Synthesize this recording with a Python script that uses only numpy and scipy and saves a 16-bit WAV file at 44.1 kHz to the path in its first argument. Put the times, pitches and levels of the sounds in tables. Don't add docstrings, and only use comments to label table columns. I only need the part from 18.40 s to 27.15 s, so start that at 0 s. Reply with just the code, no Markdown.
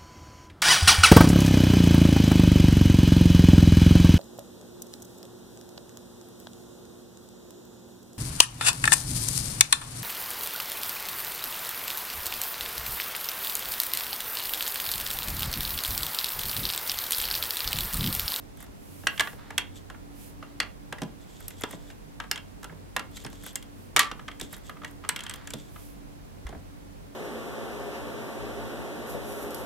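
import sys
import numpy as np
from scipy import signal
from scipy.fft import rfft, irfft
from scipy.io import wavfile
from scipy.ndimage import uniform_filter1d

SR = 44100
rng = np.random.default_rng(int(sys.argv[2]) if len(sys.argv) > 2 else 0)


def transcribe(u):
    v = np.clip(np.atleast_2d(u).T, -1, 1)
    q = np.round(v * 32767).astype(np.int16)
    wavfile.write(sys.argv[1], SR, q)


N = 385875


def prize_knocks():
    # start_s, level_db, hollow_db, bright_db_per_octave, ring_hz
    strikes = [(0.6696, 19, -9, -1, 1625), (0.796, 15.5, -5, 0, 3260), (0.8057, 14.5, -0.5, 1, 1680),
               (0.8731, 4, -0.5, -5, 1660), (1.1049, -3.5, 6.5, -0.5, 1740), (1.1795, 12.5, -3, 3.5, 3260),
               (1.5, -7.5, 6.5, -0.5, 1660), (1.5454, -13, 4, -12, 1630), (2.2015, 17, -9.5, -2, 4470),
               (2.228, -4.5, 7, -2.5, 1680), (2.5251, 1, 8.5, 0.5, 1630), (2.5837, -9, -2, -1, 1920),
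               (3.236, 4, 8.5, 1.5, 3480), (3.5014, -12, 1, 0.5, 1580), (3.8006, 6, -2, -3.5, 1240),
               (3.839, -10, 4, -4, 1270), (3.9132, 9, -3, 4, 5250), (4.2298, -12.5, 10, 4.5, 1380),
               (4.2428, -7, 6.5, 4, 1410), (4.2965, -10.5, 4, -27, 1640), (4.5639, 11, 3, 1, 1035),
               (4.594, 2.5, -3, 0.5, 1350), (5.563, 19.5, 0.5, 2.5, 1300), (5.5926, 18, -6, 4, 1910),
               (6.4462, -1, -0.5, 0.5, 1950), (8.0674, -7.5, 4, 0.5, 1970)]
    # frequency_hz, gain_db
    strike_colour = [(220, -10), (900, -5), (1900, -1.5), (4500, -8), (11000, -17.5)]
    # start_s, level_db, bright_db_per_octave
    bounces = [(0.7776, 1.5, -3), (3.9585, 2, -2.5), (3.9766, -1, -3), (5.2258, -15, 3.5),
               (5.8808, -1.5, -4.5), (5.9148, -8, -4.5), (6.7614, 3.5, 0.5), (6.791, -2, -2),
               (6.806, -5, 1), (6.865, -0.5, -2.5), (6.9102, -4, -1), (6.938, -7, 4), (6.958, -19, 5.5)]
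    # frequency_hz, gain_db
    bounce_colour = [(220, -36), (900, -11), (1900, -4.5), (4500, -6.5), (11000, -13.5)]
    strike_ring_db, bounce_ring_hz, bounce_ring_db = 10.5, 3200, 13
    return ([(s, db, hollow, bright, strike_colour, hz, strike_ring_db)
             for s, db, hollow, bright, hz in strikes]
            + [(s, db, 0, bright, bounce_colour, bounce_ring_hz, bounce_ring_db)
               for s, db, bright in bounces])


def finger_knocks():
    # start_s, level_db, bright_db_per_octave, ring_hz
    ticks = [(3.0817, -18, 6.5, 11800), (3.105, -14.5, -1.5, 11250), (3.219, -11.5, 0.5, 7140),
             (4.7694, -13, 1.5, 3900), (4.864, -5, -4, 8600), (5.1563, -2.5, 3, 7540),
             (5.9981, -8.5, -1, 7650), (6.1383, -16, -0.5, 3800), (6.69, 8, 0.5, 8170),
             (6.8366, -11, 0.5, 7600), (6.896, -4.5, 0.5, 8100), (7.073, -7, -1, 7300),
             (7.105, -10, 1, 7500)]
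    # frequency_hz, gain_db
    tick_colour = [(220, -15), (900, -7), (1900, 1.5), (4500, -2.5), (11000, -6)]
    # start_s, level_db, bright_db_per_octave, ring_hz
    presses = [(.264, -26, -1, 710), (0.6359, -17.5, -7, 1690), (.929, -16, -6, 1650),
               (2.6179, -5, -1.5, 780), (2.6321, -13.5, -0.5, 1610), (3.3297, -10, -14, 2150),
               (4.323, -20.5, -23, 575), (4.848, -8.5, -3, 5250), (4.928, -22.5, 1.5, 665),
               (6.012, -11, 4, 3620), (7.136, -10, 3, 3560), (8.09, -18.5, -1, 825), (8.126, -14, -23, 700),
               (8.147, -16.5, -24, 650)]
    # frequency_hz, gain_db
    press_colour = [(220, 21.5), (900, 5.5), (1900, -1.5), (4500, 3.5), (11000, -7)]
    tick_ring_db, press_ring_db = 11.5, 11
    return ([(s, db, 0, bright, tick_colour, hz, tick_ring_db) for s, db, bright, hz in ticks]
            + [(s, db, 0, bright, press_colour, hz, press_ring_db) for s, db, bright, hz in presses])


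def wobble_knocks(ring_hz=1245, ring_db=17):
    # start_s, level_db
    wobbles = [(2.0266, -8), (5.7142, -0.5), (5.794, -8.5), (5.8844, -4), (6.295, -5.5), (6.3685, -14.5),
               (6.418, -13), (6.4343, -9), (6.6389, -9), (6.6484, -7), (7.361, -11.5)]
    # frequency_hz, gain_db
    colour = [(220, 1), (900, -2.5), (1900, -2), (4500, -3.5), (11000, -22)]
    brightening = 0.65
    return [(s, db, 0, brightening * db, colour, ring_hz, ring_db) for s, db in wobbles]


def touch_knocks(strokes, count=20, over_rub_db=33.5, spread_db=1, ring_hz=3360, ring_db=6):
    # frequency_hz, gain_db
    colour = [(220, 11), (900, 7), (1900, 9), (4500, -19.5), (11000, 11.5)]
    rubbed_so_far = np.cumsum(strokes) / np.sum(strokes)
    at = np.searchsorted(rubbed_so_far, rng.random(count)).clip(0, N - 1)
    levels_db = 20 * np.log10(strokes[at] + 1e-9) + over_rub_db + spread_db * rng.standard_normal(count)
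    return [(s, db, 0, 0, colour, ring_hz, ring_db) for s, db in zip(at / SR, levels_db)]


def knock_db(knock, hz):
    start_s, level_db, hollow, bright, colour, ring_hz, ring_db = knock
    octaves = np.log2(hz / 1900)
    return level_db + at_hz(colour, hz) + hollow * np.clip(-octaves, 0, 1) + bright * max(octaves, 0)


def clacks(knocks, contact_s, alike, relative_ring_width, chatter_db, snap):
    # frequency_hz, t60_s
    decay = [(150, .08), (400, .045), (1000, .032), (2000, .026), (5000, .016), (12000, .011)]
    # frequency_hz, gain_db
    plastic = [(150, -3.5), (450, -1), (800, 0.5), (1100, 1), (1600, 3), (2100, 1), (2600, -3.5),
               (3300, 4.5), (4100, -7.5), (5300, -2.5), (6500, -1), (8000, -0.5), (12000, -2.5)]
    t = np.arange(SR // 10) / SR
    levels_db = np.array([knock[1] for knock in knocks])
    lightness = np.clip(-levels_db[:, None, None] / 20, 0, 1)
    held_s = contact_s + lightness * 0.00027
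    chatter = rng.standard_normal((len(knocks), 2, 2, len(t)))
    chatter *= 1 + snap * (1 - lightness[:, None]) * np.exp(-t / 0.0015)
    bursts, out = 0, np.zeros((2, N))
    for k, (hz, share, band) in enumerate(bands(lowest_hz=130)):
        envelope = dying(np.maximum(t - held_s, 0), at_hz(decay, hz))
        burst = unit_energy(signal.sosfilt(band, chatter[:, k % 2] * envelope + 1e-18))
        band_db = [knock_db(knock, hz) + at_hz(plastic, hz) + chatter_db for knock in knocks]
        gains = from_db(band_db) * np.sqrt(share)
        bursts = bursts + stereo(burst[:, 0], burst[:, 1], alike) * gains[:, None]
    for k, (start_s, *_, ring_hz, ring_db) in enumerate(knocks):
        damping = np.pi * relative_ring_width * ring_hz
        height = from_db(knock_db(knocks[k], ring_hz) + ring_db) * 2 * damping / SR
        ring = height * np.exp(-damping * t) * np.sin(2 * np.pi * ring_hz * t)
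        add(out, start_s, bursts[:, k] + ring)
    return signal.sosfilt(signal.butter(3, 12600, fs=SR, output="sos"), out)


def rattles(per_s):
    # start_s, level_db, t60_s
    drops = [(2.203, -43, 0.043), (5.57, -11.5, 0.024), (5.595, -19.5, .15)]
    # frequency_hz, gain_db
    colour = [(500, -37), (900, -8), (1300, -9), (2000, -3), (3500, -2.5), (7500, -12), (11000, -17),
              (15000, -31)]
    t, envelope = np.arange(SR // 2) / SR, np.zeros(N)
    for start_s, db, t60 in drops:
        add(envelope, start_s, from_db(db) * dying(t, t60))
    return envelope * coloured(slips(per_s, spread_db=1.5), colour)


def shell(contacts):
    # pitch_hz, gain_db, t60_s
    modes = [(832, 3, 0.2), (1114, -19, 0.49), (1273, -13, 1), (1400, 16, 0.28), (1736, -10.5, 0.092),
             (1870, 1, 0.23), (1916, 0, 0.12), (2140, 9, 0.26), (2650, -19, 0.65), (2770, 20, 0.12),
             (3064, -2, 0.33), (3580, -99, 0.51), (3860, -3, 0.68), (5470, 2, 0.049)]
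    return from_db(-12.5) * ring_modes(contacts, modes)


def turntable(buzz):
    # pitch_hz, gain_db, t60_s
    modes = [(1156, 23, 0.1), (1314, 16, 0.078), (1340, 20, 0.22), (1380, 0.5, 0.35), (1490, 4.5, 0.46),
             (1780, 12, .3), (1880, 11, 0.22)]
    return ring_modes(buzz, modes)


def finger_strokes():
    # time_s, level_db
    curves = [
        [(0.16, -67.5), (0.22, -54.5), (0.255, -69)],
        [(1.32, -70.5), (1.34, -70.5), (1.362, -52), (1.384, -56), (1.42, -74)],
        [(2.78, -78), (2.824, -58.5), (2.872, -81), (2.882, -61), (3.07, -58)],
        [(3.11, -51.5), (3.152, -67), (3.21, -54), (3.215, -52)],
        [(3.26, -66.5), (3.338, -48), (3.37, -67), (3.514, -59.5), (3.54, -78.5)],
        [(4.7, -77), (4.772, -45.5), (4.782, -55), (4.82, -52.5), (4.84, -60)],
        [(4.9, -60.5), (5.01, -61.5), (5.078, -47), (5.114, -53), (5.14, -82.5)],
        [(6.025, -45.5), (6.081, -65.5), (6.147, -49), (6.167, -61.5), (6.22, -72)],
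        [(6.23, -66), (6.264, -54.5), (6.286, -56), (6.32, -76.5)],
        [(6.46, -71), (6.484, -56), (6.498, -70.5), (6.52, -62.5)],
        [(7.15, -64), (7.16, -65), (7.194, -56.5), (7.276, -67), (7.3, -61)],
    ]
    return effort(curves)


def rubbing(strokes, scrape_db, body_db, slide_db):
    # time_s, level_db
    slides = [
        [(0.98, -54), (1.062, -55.5), (1.16, -59.5)],
        [(2.02, -64), (2.13, -64)],
        [(6.62, -62), (6.694, -60), (6.814, -52), (6.988, -53), (7.16, -60)],
        [(8.06, -55), (8.18, -70)],
    ]
    # frequency_hz, gain_db
    scrape_colour = [(1700, -11), (2800, -1.5), (3450, 9), (4100, -2), (5800, -1), (7800, 4), (10000, -11),
                     (12400, -1), (15500, -37)]
    # frequency_hz, gain_db
    body_colour = [(600, -5), (1000, -3), (1350, -0.5), (1900, -4), (2600, -13), (3500, -6)]
    scrape = strokes * from_db(scrape_db)
    body = strokes * from_db(body_db) + effort(slides) * from_db(slide_db)
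    grip = rms_one(signal.sosfilt(signal.butter(2, 90, fs=SR, output="sos"), rng.standard_normal(N)))
    grains = slips(per_s=8000, spread_db=2.5) * from_db(1.7 * np.clip(grip, -2, 2))
    return scrape * coloured(grains, scrape_colour) + body * coloured(grains, body_colour)


def bumps(rise_s):
    # start_s, level_db, pitch_hz, t60_s
    thumps = [(2.620, -25.5, 176, 0.093), (2.620, -21.5, 266, 0.056), (3.238, -10, 314, 0.012),
              (3.238, -13.5, 422, 0.014), (4.304, -41, 155, 0.27), (7.136, -37, 141, 0.062),
              (7.137, -29.5, 486, 0.049), (8.052, -26.5, 55.7, 0.17), (8.165, -29.5, 70.6, 0.077)]
    t, out = np.arange(SR // 2) / SR, np.zeros(N)
    for start_s, db, hz, t60 in thumps:
        envelope = from_db(db) * (1 - np.exp(-t / rise_s)) * dying(t, t60)
        add(out, start_s, -envelope * np.sin(2 * np.pi * hz * t))
    return out


def clothing():
    # centre_s, half_length_s, level_db
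    swishes = [(.21, 0.031, -79), (0.598, 0.14, -54.5), (0.846, 0.074, -49.5), (1.836, 0.057, -51.5),
               (5.427, 0.052, -61), (7.425, 0.082, -54)]
    # frequency_hz, gain_db
    colour = [(2500, -6), (4000, -13), (7000, -10), (10000, -7), (13000, -5), (16000, -10.5)]
    t = np.arange(N) / SR
    motion = sum(from_db(db) * np.exp(-((t - s) / half) ** 2 / 2) for s, half, db in swishes)
    return motion * coloured(stereo(*rng.standard_normal((2, N)), alike=0.23), colour)


def room(x, build_s, alike):
    # frequency_hz, t60_s
    decay = [(150, 0.33), (600, 0.26), (1500, 0.22), (3200, 0.21), (6000, 0.17), (13000, 0.12)]
    # frequency_hz, gain_db
    strength = [(150, -5.5), (600, -5), (1500, -6.5), (3200, -8), (6000, -13), (9000, -15.5), (14000, -14)]
    t, response = np.arange(SR // 2) / SR, 0
    for hz, share, band in bands(lowest_hz=110.23):
        envelope = (1 - np.exp(-(t / build_s) ** 2)) * dying(t, at_hz(decay, hz))
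        tail = unit_energy(signal.sosfilt(band, rng.standard_normal((2, len(t))) * envelope))
        response = response + stereo(*tail, alike) * np.sqrt(share) * from_db(at_hz(strength, hz))
    return signal.fftconvolve(x, response, axes=1)[:, :N]


def room_tone(air_db, hum_alike):
    # frequency_hz, gain_db
    colour = [(15, -30), (25, 0.5), (97, -14.5), (117, -6.5), (236, -8.5), (256, -11.5), (285, -12),
              (373, -14), (451, -15.5), (607, -18), (1130, -23.5), (1230, -26.5), (1330, -26), (3160, -33),
              (16000, -41)]
    # frequency_hz, likeness
    likeness = [(60, -1.3), (150, -0.19), (380, -0.34), (950, -0.48), (2380, -0.078), (5980, -0.19),
                (15000, 0.17)]
    # pitch_hz, level_db, width_hz
    tones = [(44, -53.5, 9.1), (92, -55, 3.8), (287.75, -56.5, 2.66)]
    air_spectrum = stereo(*rfft(rng.standard_normal((2, N))), at_hz(likeness, bin_hz()))
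    air = coloured(irfft(air_spectrum, N), colour)
    white, hum = stereo(*rng.standard_normal((2, N + SR)), hum_alike), 0
    for hz, db, width in tones:
        tone = resonate(resonate(white, hz, 2 * width), hz, 2 * width)
        hum = hum + from_db(db) * rms_one(tone[:, SR:])
    return from_db(air_db) * air + hum


def slips(per_s, spread_db):
    sizes = from_db(spread_db * np.minimum(rng.exponential(1, (2, N)), 5))
    clicks = sizes * rng.standard_normal((2, N)) * (rng.random((2, N)) < per_s / SR)
    return stereo(*clicks, alike=0.73)


def effort(curves, fade_s=0.012):
    t = np.arange(N) / SR
    gain = sum(from_db(np.interp(t, *np.transpose(curve), left=-np.inf, right=-np.inf))
               for curve in curves)
    return np.maximum(uniform_filter1d(gain, round(fade_s * SR)), 0)


def ring_modes(contacts, modes):
    force = contacts.mean(axis=0)
    return sum((-1) ** k * from_db(db) * resonate(force, hz, np.log(1000) / np.pi / t60)
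               for k, (hz, db, t60) in enumerate(modes))


def resonate(x, hz, width_hz):
    r = np.exp(-np.pi * width_hz / SR)
    feedback = [1, -2 * r * np.cos(2 * np.pi * hz / SR), r * r]
    return signal.lfilter(np.array([1, 0, -1]) * (1 - r * r) / 2, feedback, x + 1e-18)


def coloured(x, colour):
    hz = bin_hz()
    skirts = 1 / np.sqrt((1 + (colour[0][0] / hz) ** 8) * (1 + (hz / colour[-1][0]) ** 8))
    return rms_one(irfft(rfft(x) * from_db(at_hz(colour, hz)) * skirts, N))


def bands(lowest_hz):
    edges_hz = np.geomspace(22, 17000, 30)
    for low, high in zip(edges_hz, edges_hz[1:]):
        if high > lowest_hz:
            band = signal.butter(2, [low, high], "band", fs=SR, output="sos")
            yield np.sqrt(low * high), 2 * (high - low) / SR, band


def stereo(mid, side, alike):
    alike = np.clip(alike, -1, 1)
    mid, side = np.sqrt(1 + alike) * mid, np.sqrt(1 - alike) * side
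    return np.array([mid + side, mid - side]) / np.sqrt(2)


def add(out, start_s, sound):
    at = round(start_s * SR)
    out[..., at:at + sound.shape[-1]] += sound[..., :N - at]


def at_hz(points, hz):
    points = np.array(points)
    return np.interp(np.log(hz), np.log(points[:, 0]), points[:, 1])


def bin_hz():
    return np.maximum(np.arange(N // 2 + 1) * SR / N, 1)


def dying(t, t60):
    return np.exp(-np.log(1000) * t / t60)


def from_db(db):
    return 10 ** (np.asarray(db) / 20)


def rms_one(x):
    return x / np.sqrt(np.mean(x ** 2) + 1e-20)


def unit_energy(x):
    return x / np.sqrt(np.sum(x ** 2, axis=-1, keepdims=True) + 1e-20)


def scene():
    strokes = finger_strokes()
    knocks = prize_knocks() + finger_knocks() + wobble_knocks() + touch_knocks(strokes)
    contacts = clacks(knocks, contact_s=0.0028, alike=0.77, relative_ring_width=0.053,
                      chatter_db=1.0, snap=0.45)
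    buzz = rattles(per_s=1400)
    toy = contacts + buzz + shell(contacts + buzz) + turntable(buzz)
    direct = toy + rubbing(strokes, scrape_db=1.0, body_db=-15.0, slide_db=0.5)
    handling = direct + room(direct, build_s=0.0029, alike=0.61) + bumps(rise_s=0.0027)
    return (handling * from_db([[-.4], [.4]])
            + clothing() * from_db([[-2.5], [1.5]])
            + room_tone(air_db=-46.58, hum_alike=0.44) * from_db([[-.9], [.9]]))


def record(dry):
    ceiling, stopband_hz = .95, 16952
    rounded = ceiling * np.tanh(dry / ceiling)
    return signal.sosfilt(signal.cheby2(14, 70, stopband_hz, fs=SR, output="sos"), rounded)


dry = scene()
out = record(dry)
transcribe(out)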